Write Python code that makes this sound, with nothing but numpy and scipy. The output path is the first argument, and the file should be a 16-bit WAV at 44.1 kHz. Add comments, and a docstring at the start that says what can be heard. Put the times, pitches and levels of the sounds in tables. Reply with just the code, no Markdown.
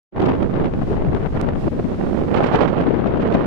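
"""Gusty wind buffets the two ports of a microphone on a rocky coast, over the roar of surf.
Turbulence at each port is noise split into registers; the upper ones follow that port's gusts, so the sound
brightens with the force of the wind, over a low rumble that swells slowly on both ports.
Eddies add damped oscillations (thumps) and leaking pressure steps (pops); short grainy bursts of bright crackle
spit on the ports. Surf is noise of uneven level, independent on the two sides. All fades in after a silence."""
import sys
import numpy as np
from scipy import signal
from scipy.fft import rfft, irfft
from scipy.io import wavfile

SR = 44100
rng = np.random.default_rng(int(sys.argv[2]) if len(sys.argv) > 2 else 0)


def master_out(mix):
    """Clip the mix to full scale and print it as 16-bit PCM to the path in sys.argv[1]."""
    frames = np.transpose(np.atleast_2d(mix))
    ceiling = np.clip(frames, -1, 1)
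    pcm = np.round(ceiling * 32767).astype(np.int16)
    wavfile.write(sys.argv[1], SR, pcm)


N = 152586  # length in samples

# Force of the wind on the left and on the right port. Each row: time in seconds, force in dB.
GUSTS_LEFT = [(0.14, 7), (0.21, 8), (0.29, 10.5), (0.36, 7), (0.38, 0.5), (0.44, 6), (0.48, -5),
              (0.54, 7.5), (0.65, 7), (0.69, 0.5), (0.74, 3), (0.76, 0), (0.83, 5), (0.85, -3.5), (0.91, 6),
              (1.0, 4.5), (1.09, 0), (1.115, -1), (1.15, 9), (1.19, 1), (1.27, 9.5), (1.29, -6), (1.36, 6),
              (1.42, 1.5), (1.49, 8.5), (1.5, -0.5), (1.57, 4), (1.59, -5), (1.66, -0.5), (1.68, 8),
              (1.7, -20), (1.72, 5), (1.78, -4), (1.8, 4), (1.82, -7), (1.85, 4), (1.88, -6.5),
              (1.945, 3.5), (1.967, -6), (1.98, -1.5), (2.06, 1.5), (2.175, -7), (2.22, 4), (2.3, -4.5),
              (2.32, 3.5), (2.34, -8), (2.36, 6.5), (2.38, 9.5), (2.52, 2), (2.555, 17.5), (2.58, 0.5),
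              (2.62, 8.5), (2.65, 6.5), (2.67, -13), (2.69, 1.5), (2.75, -7), (2.78, 6), (2.98, 7.5),
              (3.02, 6.5), (3.07, 7), (3.17, 7), (3.28, 4), (3.31, -3.5), (3.35, 11), (3.42, 3.5)]
GUSTS_RIGHT = [(0.2, 7.5), (0.3, 9), (0.37, 2), (0.43, 7.5), (0.49, 1), (0.67, 7), (0.705, -4.5),
               (0.74, 0.5), (0.89, -0.5), (0.915, 2.5), (1.01, 0.5), (1.035, 5), (1.28, 0), (1.31, -2.5),
               (1.37, 7.5), (1.41, 7.5), (1.49, 2.5), (1.51, 6), (1.54, 0), (1.65, 2), (1.675, 7),
               (1.7, -7.5), (1.8, 4), (1.86, -9), (1.88, 4), (1.98, -1.5), (2.0, 5), (2.1, 3.5),
               (2.19, 7.5), (2.26, 0.5), (2.34, 13.5), (2.5, 13.5), (2.62, 18.5), (2.7, 9.5), (2.81, 11.5),
               (2.85, 5.5), (2.875, 12), (2.9, 5), (3.2, 5), (3.25, 9.5), (3.45, 10.5)]
# Spectrum of the wind noise before the gusts shape it. Each row: frequency in Hz, density in dB per Hz.
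WIND_SPECTRUM = [(35, -49), (190, -47.5), (350, -49.5), (700, -61), (1400, -73), (3100, -88.5),
                 (4400, -99.5), (6000, -112.5), (12000, -134)]
# How strongly each register follows the force. Each row: frequency in Hz, dB of level per dB of force.
FORCE_RESPONSE = [(60, 0), (180, 0.64), (350, 0.6841), (700, 1.1345), (6000, 0.99)]
# Extra level of the booming upper bass on each port. Each row: time in seconds, level in dB.
BOOM_LEFT = [(0.3, -4), (1.0, -0.5), (1.07, 3.5), (1.3, -3.5), (1.65, 5.5), (2.5, 0.5), (2.84, 0),
             (2.89, 5.5), (3.28, 2), (3.41, 4)]
BOOM_RIGHT = [(0.69, 3.5), (1.48, -6), (1.62, 0.5), (2.22, 5), (2.49, -7.5), (2.78, 1), (2.94, -11.5),
              (3.3, 1.5), (3.4, -6)]
# Extra level of the deep rumble on both ports. Each row: time in seconds, level in dB.
RUMBLE_LEVEL = [(0.2, 1), (0.6, 2), (1.1, 5.5), (1.6, 3.5), (2.0, -4.5), (3.0, -0.5)]
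# Large eddies thumping on a port. Each row: start in seconds, peak level in dB, mean pitch in Hz, port.
THUMPS = [(0.22, -10.5, 410, "left"), (0.262, -13.5, 231, "right"), (0.907, -14.5, 407, "both"),
          (1.066, -10.5, 151.4, "left"), (1.138, -13.5, 191, "left"), (1.84, -9, 226.7, "left"),
          (2.877, -8, 218, "left")]
# Sharp pops on the ports. Each row: start in seconds, level before filtering in dB on the louder port,
# left minus right in dB, brightness in Hz (half the low-pass cut-off).
POPS = [(0.163, -7.5, 17, 1000), (0.738, -9, 20, 1000), (1.149, -6, 26, 1100), (1.414, -11, -22, 4470),
        (1.489, -9, 18, 1400)]
# Bursts of spitting. Each row: start in seconds, length in seconds, level at mid-burst in dB, port.
SPITS = [(0.197, 0.01, -34.5, "both"), (0.216, 0.013, -34.5, "both"), (0.255, 0.01, -31, "both"),
         (0.288, 0.01, -32, "left"), (0.426, 0.006, -33, "right"), (0.646, 0.0054, -36, "left"),
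         (0.655, 0.007, -36, "right"), (2.341, 0.0072, -26, "right"), (2.356, 0.036, -31.5, "right"),
         (2.432, 0.021, -27.5, "right"), (2.458, 0.024, -29.5, "right"), (2.525, 0.027, -29.5, "right"),
         (2.556, 0.0075, -21.5, "right"), (2.602, 0.035, -29.5, "right"), (2.645, 0.0062, -37, "both"),
         (2.676, 0.018, -32.5, "right"), (2.784, 0.0065, -36, "right"), (2.809, 0.0054, -33.5, "right"),
         (3.067, 0.011, -35.5, "left"), (3.206, 0.028, -36, "right"), (3.274, 0.0064, -37, "both"),
         (3.322, 0.0079, -31, "right"), (3.337, 0.02, -32.5, "both")]
# Colour of the spitting; only its shape counts. Each row: frequency in Hz, relative density in dB per Hz.
SPIT_SPECTRUM = [(450, -4.5), (1200, 9.5), (3000, 5), (5000, -9.5), (8000, -25.5), (14000, -42.5)]
# Spectrum of the surf. Each row: frequency in Hz, density in dB per Hz.
SURF_SPECTRUM = [(60, -56), (400, -73), (1000, -89.5), (2000, -87), (3200, -90.5), (5000, -96.5),
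                 (7000, -102), (10000, -108), (14000, -116)]
# Uneven level of the surf, with quick swells and dips. Each row: time in seconds, level in dB.
SURF_LEVEL = [(0.72, -4.5), (0.91, 2.5), (1.0, -4.5), (1.36, -0.5), (1.52, -7), (1.61, 4.5), (1.7, 0.5),
              (2.16, 2.5), (2.95, -9)]
# Opening fade. Each row: time in seconds, level in dB.
FADE_IN = [(0.11, -95), (0.125, -27.5), (0.15, -14.5), (0.175, -4.5), (0.21, 0)]

# turbulence: flutter of the force, and a faster rasp that grows towards the upper registers
FLUTTER_DB, FLUTTER_LO_HZ, FLUTTER_HI_HZ = 2.5, 23.4, 75
RASP_DB, RASP_LO_HZ, RASP_HI_HZ, RASP_HALF_HZ = 4, 60, 350, 790  # half the rasp at RASP_HALF_HZ
# slacker air sheds fewer eddies: force threshold, dB lost per dB under it, register that loses half as much
LULL_DB, LULL_SLOPE, LULL_HALF_HZ = 8.5, 0.52, 180
BOOM_HZ, BOOM_OCTAVES = 248, 1.43  # centre, and distance at which the boom falls to 1/e of its dB
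RUMBLE_HALF_HZ = 106  # register that takes half the rumble's dB
THUMP_CYCLES, THUMP_WAVER = 1.83, 0.25  # cycles to the peak, share by which the pitch wavers
POP_DECAY_S = 0.00063
SMALL_POPS_PER_S, SMALL_POP_HZ = 45, 1080  # mean rate, brightness
SMALL_POP_DB, SMALL_POP_FOLLOW, SMALL_POP_SPREAD_DB = -28.5, 0.85, 6  # follow: dB per dB of force
SPIT_GRAIN_DB, SPIT_GRAIN_HZ = 4.5, 1300  # depth and fastest rate of the grain
EDGE_HZ = 15200  # upper band limit


def amp(db):
    """The decibel is logarithmic: 20 dB is a factor of ten in amplitude."""
    return 10 ** (np.asarray(db) / 20)


def over_time(points):
    """Linear interpolation of (seconds, value) rows, sample by sample."""
    return np.interp(np.arange(N) / SR, *np.transpose(points))


def over_hz(points, hz):
    """Interpolation of (Hz, value) rows on a logarithmic frequency axis."""
    f, value = np.transpose(points)
    return np.interp(np.log(hz + 1), np.log(f + 1), value)


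def bins():
    """Frequencies in Hz that the Fourier transform resolves over the full length."""
    return np.fft.rfftfreq(N, 1 / SR)


def noise_spectrum(points):
    """Spectral shaping: white noise weighted to a given density in dB per Hz."""
    white = rfft(rng.standard_normal(N))
    return white * amp(over_hz(points, bins())) * np.sqrt(SR / 2)


def noise_pair(points):
    """Incoherent sources: two independent noises of one spectrum, left and right."""
    return np.array([irfft(noise_spectrum(points), N) for _ in range(2)])


def wobble(lo_hz, hi_hz):
    """Band-limited random modulation: 1/f power between two rates, its extremes softened."""
    f = bins() + 1e-6  # avoids division by zero
    shape = 1 / np.sqrt(f * (1 + (lo_hz / f) ** 4) * (1 + (f / hi_hz) ** 4))
    motion = irfft(rfft(rng.standard_normal(N)) * shape, N)
    return 2.5 * np.tanh(motion / motion.std() / 2.5)


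def on_port(port):
    """Left and right gain of a sound on the port "left", "right" or "both"."""
    return np.array([[port != "right"], [port != "left"]], float)


def buffeting(force_db, boom_db, count=14):
    """Turbulent pressure at one port: each register of noise follows the fluttering force by its own amount."""
    spectrum = noise_spectrum(WIND_SPECTRUM)
    centres = np.geomspace(30, 12000, count)
    drive_db = force_db + FLUTTER_DB * wobble(FLUTTER_LO_HZ, FLUTTER_HI_HZ)
    lull_db = LULL_SLOPE * np.minimum(drive_db - LULL_DB, 0)
    rasp_db = RASP_DB * wobble(RASP_LO_HZ, RASP_HI_HZ)
    rumble_db = over_time(RUMBLE_LEVEL)
    out = np.zeros(N)
    # overlapping triangular bands, whose weights add up to one
    for hz, share in zip(centres, np.eye(count)):
        weight = over_hz(np.c_[centres, share], bins())
        band = irfft(spectrum * weight, N)
        level_db = np.maximum(over_hz(FORCE_RESPONSE, hz), 0) * drive_db
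        level_db += lull_db * hz / (hz + LULL_HALF_HZ)
        level_db += boom_db * np.exp(-(np.log2(hz / BOOM_HZ) / BOOM_OCTAVES) ** 2)
        level_db += rumble_db / (1 + (hz / RUMBLE_HALF_HZ) ** 2)
        level_db += rasp_db * hz / (hz + RASP_HALF_HZ)
        out += band * amp(level_db)
    return out


def thumps():
    """Damped oscillation: a large eddy pushes on a port, and its air swings for a few dying cycles."""
    out = np.zeros((2, N))
    t = np.arange(SR // 8) / SR
    for s, level_db, hz, port in THUMPS:
        at = round(s * SR)
        age = t * hz / THUMP_CYCLES
        envelope = age * np.exp(1 - age)  # peaks at age 1
        waver = THUMP_WAVER * wobble(19, hz)[:len(t)]
        turns = np.cumsum(hz * (1 + waver)) / SR
        swing = envelope * np.sin(2 * np.pi * turns)
        out[:, at:at + len(t)] += on_port(port) * amp(level_db) * swing
    return out


def pop(bright_hz):
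    """Pressure relaxation: a step with a rounded edge that leaks away exponentially."""
    step = np.exp(-np.arange(SR // 20) / SR / POP_DECAY_S)
    step = signal.lfilter(*signal.butter(1, 150, "high", fs=SR), step)
    return signal.lfilter(*signal.butter(2, min(2 * bright_hz, SR / 2 - 1), fs=SR), step)


def sharp_pops():
    """Impulsive excitation: the few pops that stand out, each mostly on one port by level difference."""
    out = np.zeros((2, N))
    for s, level_db, pan_db, bright_hz in POPS:
        sound = pop(bright_hz)
        at = round(s * SR)
        port_db = level_db + np.minimum([[pan_db], [-pan_db]], 0)
        out[:, at:at + len(sound)] += amp(port_db) * sound
    return out


def crackle(force_db):
    """Random impulse train: small eddies pop at a constant mean rate, louder in the gusts."""
    hits = (rng.random(N) < SMALL_POPS_PER_S / SR) * rng.choice([-1, 1], N)
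    spread_db = SMALL_POP_SPREAD_DB * rng.uniform(-2.2, 1, N)
    size = amp(SMALL_POP_DB + SMALL_POP_FOLLOW * force_db + spread_db)
    return signal.oaconvolve(hits * size, pop(SMALL_POP_HZ))[:N]


def spitting():
    """Amplitude-modulated noise: short grainy bursts of bright crackle, its noise independent on the two ports."""
    t = np.arange(N) / SR
    sizzle = noise_pair(SPIT_SPECTRUM)
    sizzle *= amp(SPIT_GRAIN_DB * wobble(SPIT_GRAIN_HZ / 10, SPIT_GRAIN_HZ))
    bursts = np.zeros((2, N))
    for s, length, level_db, port in SPITS:
        place = 2 * (t - s) / length - 1  # -1 at the start of the burst, 1 at its end
        arch = np.sqrt(np.maximum(1 - place ** 2, 0))
        bursts += on_port(port) * amp(level_db) * arch
    return bursts * sizzle / sizzle.std()


def surf():
    """Incoherent sum of breaking waves and foam: a wide noise of uneven level, independent on the two sides."""
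    return noise_pair(SURF_SPECTRUM) * amp(over_time(SURF_LEVEL))


def scene():
    """Superposition: the wind on each port, the thumps, pops and spits, and the surf behind."""
    left = over_time(GUSTS_LEFT), over_time(BOOM_LEFT)
    right = over_time(GUSTS_RIGHT), over_time(BOOM_RIGHT)
    wind = np.array([buffeting(force, boom) + crackle(force) for force, boom in (left, right)])
    return wind + thumps() + sharp_pops() + spitting() + surf()


def record(dry):
    """Saturation and band-limiting: the opening fade, soft overload at full scale, then a low-pass."""
    x = dry * amp(over_time(FADE_IN))
    x = x / (1 + x ** 6) ** (1 / 6)
    low_pass = signal.firwin(255, EDGE_HZ, window=("kaiser", 9), fs=SR)
    return signal.oaconvolve(x, low_pass[None], "same")


dry = scene()
out = record(dry)
master_out(out)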